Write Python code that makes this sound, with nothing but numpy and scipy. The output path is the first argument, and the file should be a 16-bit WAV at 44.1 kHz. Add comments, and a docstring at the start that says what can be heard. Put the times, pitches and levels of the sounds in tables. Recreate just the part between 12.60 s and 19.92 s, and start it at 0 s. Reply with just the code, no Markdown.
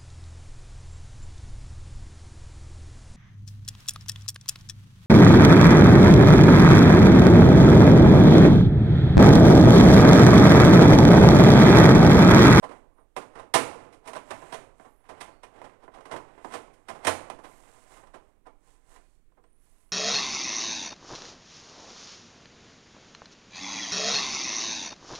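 """Steel strip around a flywheel cover

A small hard-walled room, one microphone on the right channel; the left input is idle. A thin steel
strip is fed by hand around the hollow plastic cover of a flywheel. It catches under loose fasteners
and slips free: chattering knocks, short scuffs, and a light hiss and thin squeaks as it slides.
Each place on the cover rings a little differently, and the two hardest knocks make it boom."""
import sys
import numpy as np
from scipy import signal
from scipy.fft import rfft, irfft, next_fast_len
from scipy.io import wavfile

SR = 44100
rng = np.random.default_rng(int(sys.argv[2]) if len(sys.argv) > 2 else 0)


def materialize(psi):
    """Save the field psi as 16-bit PCM at rate SR to the path in sys.argv[1].

    A 1-D psi becomes a single channel; in a 2-D psi each row is a channel.
    """
    bounded = np.clip(np.atleast_2d(psi).T, -1, 1)
    quanta = np.round(bounded * 32767).astype(np.int16)
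    wavfile.write(sys.argv[1], SR, quanta)


N = 322808
T = np.arange(N) / SR


def undb(db):
    """Decibels to gain."""
    return 10 ** (np.asarray(db) / 20)


def unit(x):
    """Scale to unit energy."""
    return x / np.sqrt(np.sum(x ** 2) + 1e-30)


def fade(t, t60):
    """Amplitude that loses 60 dB in t60 seconds."""
    return np.exp(-np.log(1000) * t / t60)


def on_log_axis(hz, points):
    """Read (Hz, value) points along straight lines in log frequency."""
    f, value = np.transpose(points)
    return np.interp(np.log(np.maximum(hz, 1)), np.log(np.maximum(f, 1)), value)


def colour(x, points):
    """Causal filter with the given (Hz, dB) shape."""
    size = 2 * next_fast_len(x.shape[-1])
    gain = undb(on_log_axis(np.fft.rfftfreq(size, 1 / SR), points))
    cepstrum = irfft(np.log(gain))
    cepstrum[1:size // 2] *= 2  # fold to minimum phase
    cepstrum[size // 2 + 1:] = 0
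    return irfft(rfft(x, size) * np.exp(rfft(cepstrum)))[..., :x.shape[-1]]


def split(x, edges_hz):
    """Cut a sound into adjoining bands, lowest first."""
    bands = []
    for hz in edges_hz:
        low, high = (signal.butter(2, hz, kind, fs=SR, output="sos") for kind in ("low", "high"))
        bands.append(signal.sosfilt(np.tile(low, (2, 1)), x))
        x = signal.sosfilt(np.tile(high, (2, 1)), x)
    return bands + [x]


def grit(count, per_s, spread_db):
    """Tiny contacts at random moments: many weak ones, a few strong."""
    touch = rng.random(count) < per_s / SR
    return touch * rng.standard_normal(count) * undb(spread_db * np.minimum(rng.exponential(size=count), 4))


# Room tone at the microphone. Each row: frequency in Hz, relative level in dB.
ROOM_TONE = [(10, -2), (22, 3), (42, -7.5), (65, -19), (90, -18.5), (125, -20.5), (170, -23), (330, -22.5),
             (700, -38.5), (2000, -40.5), (5000, -53), (9000, -46.5), (15000, -58)]

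def still_room(level_db=-58):
    """Faint rumble and air."""
    return np.sqrt(N) * unit(colour(rng.standard_normal(N), ROOM_TONE)) * undb(level_db)


# Buzz on the left input. Each row: frequency in Hz, level in dB.
BUZZ = [(250, -104), (500, -113), (750, -109)]

def idle_input(hiss_db=-91):
    """Electrical hiss and a trace of buzz."""
    buzz = sum(np.sqrt(2) * undb(db) * np.sin(2 * np.pi * hz * T) for hz, db in BUZZ)
    return undb(hiss_db) * rng.standard_normal(N) + buzz


# Reverberation of the small room. Each row: frequency in Hz, t60 in seconds.
ROOM_DECAY = [(100, 1), (300, 0.99), (1000, 0.7), (3000, 0.48), (8000, 0.46), (15000, 0.31)]

def room_tail(t):
    """Diffuse echoes off the hard walls; the treble dies first."""
    octaves_hz = np.geomspace(100, 12800, 8)
    bands = split(rng.standard_normal(len(t)), octaves_hz[:-1] * np.sqrt(2))
    return unit(sum(band * fade(t, t60) for band, t60 in zip(bands, on_log_axis(octaves_hz, ROOM_DECAY))))


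# The cover with the strip on it. Each row: mode in Hz, relative level in dB, t60 in seconds.
COVER_MODES = [(92, -10, .3), (138, -9, .35), (258, -10, .3), (315, -11, .25), (443, -5, .2),
               (488, -3, .18), (545, -6, .16), (656, 0, .2), (869, -1, .18), (1013, 0, .2), (1133, -3, .16),
               (1400, -1, .14), (1544, -4, .15), (1737, -5, .15), (1856, -4, .14), (2205, -6, .12),
               (2446, -4, .12), (2988, -5, .1)]
# Colour of a contact at the microphone. Each row: frequency in Hz, gain in dB.
CONTACT_COLOUR = [(45, -27), (90, -5.5), (135, -5), (185, -8.5), (270, -2), (600, -2), (1050, -3.5),
                  (1700, -10), (2300, -9), (3300, -16), (4600, -19.5), (6500, -17.5), (9600, -13.5),
                  (11300, -25.5), (13000, -32.5), (15500, -48)]

def cover_response(crack_db=-2, flutter_db=-2, modes_db=-14, room_db=-5, build_s=.0093):
    """A tap at one place: a crack, crowded shell modes, the fluttering strip, clear modes, the room."""
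    t = T[:SR * 3 // 4]
    crack, shell, flutter = (unit(rng.standard_normal(len(t)) * fade(t, t60)) for t60 in (.016, .052, .21))
    phases = rng.uniform(0, 2 * np.pi, len(COVER_MODES))
    modes = sum(undb(db) * fade(t, t60) * np.sin(2 * np.pi * hz * t + phase)
                for (hz, db, t60), phase in zip(COVER_MODES, phases))
    direct = undb(crack_db) * crack + shell + undb(flutter_db) * flutter + undb(modes_db) * unit(modes)
    room = room_tail(t) * (1 - np.exp(-t / build_s))
    return colour(direct + undb(room_db) * room, CONTACT_COLOUR)


def add_contact(forces, start_s, push, db, bright_db):
    """Lay a push into the thud, body, clack and tick bands; a harder one has more treble, less thud."""
    thud_db, clack_db, tick_db = -20 - .21 * bright_db, -9.5 + bright_db, -17.5 + 1.4 * bright_db
    i = max(int(start_s * SR), 0)
    push = push[:N - i]
    forces[:, i:i + len(push)] += np.outer(undb(db + np.array([thud_db, 0, clack_db, tick_db])), push)


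# The strip slips free and strikes the cover.
# Each row: time in seconds, level in dB, brightness in dB, chatter decay in seconds.
KNOCKS = [(.029, -6, -7, 0.01), (.04, -6, -3, 0.008), (.092, -13, -5, .008), (.112, -8.5, -6.5, 0.016),
          (.566, 0, 1, 0.0098), (.618, -12.5, -2.5, 0.014), (.755, -10.5, -5, 0.011), (.94, 16.5, 7, .016),
          (1.329, -23, 6, 0.017), (1.476, -12.5, 9, 0.013), (1.533, -11.5, 4, 0.006), (1.707, 0, 0, 0.0078),
          (1.821, -11.5, -12, 0.0072), (1.924, -4.5, 1.5, 0.01), (2.198, -16, -11, 0.0013),
          (2.252, -16, -9.5, .008), (2.492, -9.5, -1, 0.0095), (2.609, -9, 7, 0.008),
          (2.68, -15.5, -11, 0.0096), (2.834, -14, 2.5, .009), (3.016, -12.5, -5.5, 0.0022),
          (3.044, -12.5, -1.5, 0.0081), (3.279, -14.5, -14.5, 0.0016), (3.344, -16, -1, 0.018),
          (3.407, -19, -2, 0.0048), (3.455, -13.5, 0, 0.0056), (3.514, -1.5, -1.5, 0.01),
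          (3.564, -8.5, 1, 0.0066), (3.779, -17, -9.5, .008), (3.846, -4.5, -6, 0.0055),
          (3.91, -14, -4.5, 0.0047), (4.138, -38, 12.5, .008), (4.286, -11, 5, 0.006),
          (4.351, -11.5, -5, 0.0095), (4.449, .5, 5.5, 0.0078), (4.469, 11, 7, 0.011), (4.7, -5, 0, 0.0013),
          (4.788, -16, -3.5, 0.0069), (4.842, -10.5, -1, 0.015), (5.434, -20, -6, 0.0095),
          (5.471, -23, -1.5, 0.0066), (5.543, -11, -3, 0.013), (6.72, -37.5, -9, 0.0034),
          (6.776, -26, -15, 0.011), (6.839, -31.5, -0.5, 0.0027), (7.291, -46.5, 9.5, .002)]

def knocks(lead_share=.39, clean_s=.0019):
    """Force of the strip as it scrapes up to each blow, strikes and chatters."""
    forces, strike = np.zeros((4, N)), SR // 40
    t = T[:SR // 8] - T[strike]
    for s, db, bright_db, chatter_s in KNOCKS:
        lead_s = lead_share * chatter_s / (1 + undb(db))  # hard blows come abruptly
        envelope = np.exp(np.minimum(t / lead_s, -t / chatter_s))
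        push = unit(grit(len(t), per_s=4500, spread_db=2) * envelope)
        push[strike] += clean_s / chatter_s  # short chatter leaves a clean blow
        add_contact(forces, s - T[strike], unit(push), db, bright_db)
    return forces


def stroke(start_s, length_s, attack_s=.043, release_s=.055):
    """One push of the hand: it gathers speed, holds and dies away."""
    return np.exp(-np.maximum(start_s - T, 0) / attack_s - np.maximum(T - start_s - length_s, 0) / release_s)


# The hand feeds the strip on. Each row: start and length in seconds, rub and hiss levels in dB.
STROKES = [(0.043, .13, -57.5, -70), (1.124, 0.12, -51, -68.5), (1.695, 0.3, -47, -60),
           (2.21, 0.045, -57.5, -66.5), (2.465, 0.22, -54.5, -76), (2.962, 0.13, -51, -71.5),
           (3.355, 0.72, -56.5, -75.5), (3.86, 0.13, -50.5, -62.5), (4.163, 0.046, -68, -75.5),
           (4.31, 0.33, -53, -68), (4.884, 0.35, -56, -62), (5.32, 0.054, -51, -57),
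           (5.483, 0.21, -68, -79), (6.07, 0.072, -63.5, -66.5), (6.319, 0.029, -55, -60),
           (6.453, 0.1, -86, -74.5), (7.045, 0.19, -69.5, -70.5)]
# Colour of the sliding steel edge. Each row: frequency in Hz, relative level in dB.
EDGE_COLOUR = [(1500, -13.5), (3000, -12), (5000, -13.5), (6500, -9.5), (8000, -5), (9600, -8.5),
               (11000, -15), (13000, -24.5), (15500, -29)]

def sliding(responses, rub_top_hz=2800):
    """Stick and slip rubs the cover at several places; the edge hisses over the grain of the plastic."""
    power = sum(np.outer(undb(dbs), stroke(s, length_s)) ** 2 for s, length_s, *dbs in STROKES)
    rub_level, hiss_level = np.sqrt(power)
    lowpass = signal.butter(2, rub_top_hz, fs=SR, output="sos")
    rub = np.zeros(N)
    for response in responses:
        slips = unit(grit(N, per_s=300, spread_db=3)) * rub_level
        rub += signal.fftconvolve(slips, unit(signal.sosfilt(lowpass, response)))[:N]
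    grain = unit(grit(N, per_s=5000, spread_db=3)) + unit(rng.standard_normal(N))
    hiss = unit(colour(grain, EDGE_COLOUR)) * hiss_level
    return np.sqrt(N) * (rub / np.sqrt(len(responses)) + hiss)


# Thin squeaks. Each row: middle in seconds, top pitch in Hz, half length in seconds, level in dB.
SQUEAKS = [(0.4, 9300, 0.071, -83.5), (2.358, 10100, .13, -80), (4.931, 11660, .19, -82),
           (7.081, 9900, 0.25, -79), (7.281, 10360, 0.11, -80.5)]
# The tones of one squeak. Each row: pitch ratio, mean glide in Hz per second, relative level in dB.
SQUEAK_TONES = [(1, 10070, 5), (1.08, 11900, 1), (1.2, 15200, -1), (1.402, 22000, -7)]

def squeaks(width_hz=70, scatter_s=.018, detune=.012):
    """The rubbing strip squeaks in ragged, arching tones, each a little off in time and pitch."""
    out, lowpass = np.zeros(N), signal.butter(2, width_hz, fs=SR, output="sos")
    for s, top_hz, half_s, db in SQUEAKS:
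        for ratio, glide_hz_per_s, tone_db in SQUEAK_TONES:
            late, sharp = rng.standard_normal(2)
            from_top = (T - s - scatter_s * late) / half_s
            on = abs(from_top) < 1
            droop = from_top[on] ** 2
            waver = np.sqrt(SR) * unit(signal.sosfilt(lowpass, rng.standard_normal(SR)))[:on.sum()]
            hz = ratio * top_hz * (1 + detune * sharp) - glide_hz_per_s * half_s * droop
            tone = np.sqrt(2) * np.sin(2 * np.pi * np.cumsum(hz) / SR)
            out[on] += undb(db + tone_db) * tone * (1 - droop) * waver
    return out


# The strip jerks forward against the plastic.
# Each row: peak time in seconds, level in dB, brightness in dB, swell and fade time in seconds.
SCUFFS = [(.391, -24, -10.5, .016), (.79, -6.5, -4, .028), (1.459, -18.5, 2.5, 0.0089),
          (1.486, -6.5, -11, 0.021), (1.561, -2, -0.5, 0.0099), (1.943, -5, 2.5, 0.0074),
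          (2.519, -15.5, -28, 0.0095), (2.616, -10, -1, 0.025), (2.995, -12.5, -20, 0.084),
          (3.234, -18, -3, 0.015), (3.375, -13.5, -8, 0.023), (3.542, -1, -7, 0.023),
          (3.944, -1.5, 3, 0.013), (4.299, -4, -1, .007), (4.447, -12, 5, 0.0081), (4.488, 3.5, -7, 0.026),
          (5.374, -18, -4, 0.017), (5.87, -15, -5.5, 0.0055), (6.363, -22, 1.5, 0.011)]

def scuffs():
    """Force of runs of tiny slips, each swelling and fading."""
    forces, t = np.zeros((4, N)), T[:SR // 4]
    middle_s = t[-1] / 2
    for s, db, bright_db, width_s in SCUFFS:
        push = grit(len(t), per_s=2500, spread_db=3) * np.exp(-abs(t - middle_s) / width_s)
        add_contact(forces, s - middle_s, unit(push), db, bright_db)
    return forces


# The whole cover booms under the two hardest knocks.
# Each row: start in seconds, pitch in Hz, level in dB, t60 in seconds.
BOOMS = [(0.945, 128, -31, 0.38), (4.471, 91.6, -35.5, 0.44)]

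def booms(swell_s=.012):
    """A low bending mode of the cover swells and dies away."""
    out = np.zeros(N)
    for s, hz, db, t60 in BOOMS:
        t = np.maximum(T - s, 0)
        out += undb(db) * np.sin(2 * np.pi * hz * t) * fade(t, t60) * (1 - np.exp(-t / swell_s))
    return out


# The free steel strip. Each row: mode in Hz, relative level in dB, t60 in seconds.
STRIP_MODES = [(2460, 0, 0.46), (3165, -9, .4), (3800, -11, .45), (4430, -3.5, 0.96), (5066, -6, .45),
               (6390, -8, .3), (7068, -17, .65)]
# The strip is left free to ring. Each row: start in seconds, level in dB.
TWANGS = [(2.611, -65), (6.43, -77.5)]

def twangs():
    """The steel rings on thinly in its own modes."""
    t, flicks = T[:SR], np.zeros(N)
    for s, db in TWANGS:
        flicks[int(s * SR)] = undb(db)
    steel = sum(undb(db) * fade(t, t60) * np.sin(2 * np.pi * hz * t) for hz, db, t60 in STRIP_MODES)
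    return signal.fftconvolve(flicks, steel)[:N]


def scene(places=5, band_edges_hz=(200, 1500, 4500)):
    """Each tiny blow rings one of several places on the cover; the microphone is on the right."""
    responses = [cover_response() for _ in range(places)]
    place = rng.integers(places, size=N)
    forces = knocks() + scuffs()
    blows = np.zeros(N)
    for k, response in enumerate(responses):
        for force, band in zip(forces, split(response, band_edges_hz)):
            blows += signal.fftconvolve(force * (place == k), unit(band))[:N]
    left = idle_input()
    right = blows + booms() + twangs() + sliding(responses) + squeaks() + still_room()
    return np.array([left, right])


def record(dry, ceiling=.45, top_hz=15700):
    """The recorder rounds the highest peaks and cuts the top."""
    lowpass = signal.ellip(8, .2, 70, top_hz, fs=SR, output="sos")
    return signal.sosfilt(lowpass, ceiling * np.tanh(dry / ceiling))


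dry = scene()
out = record(dry)
materialize(out)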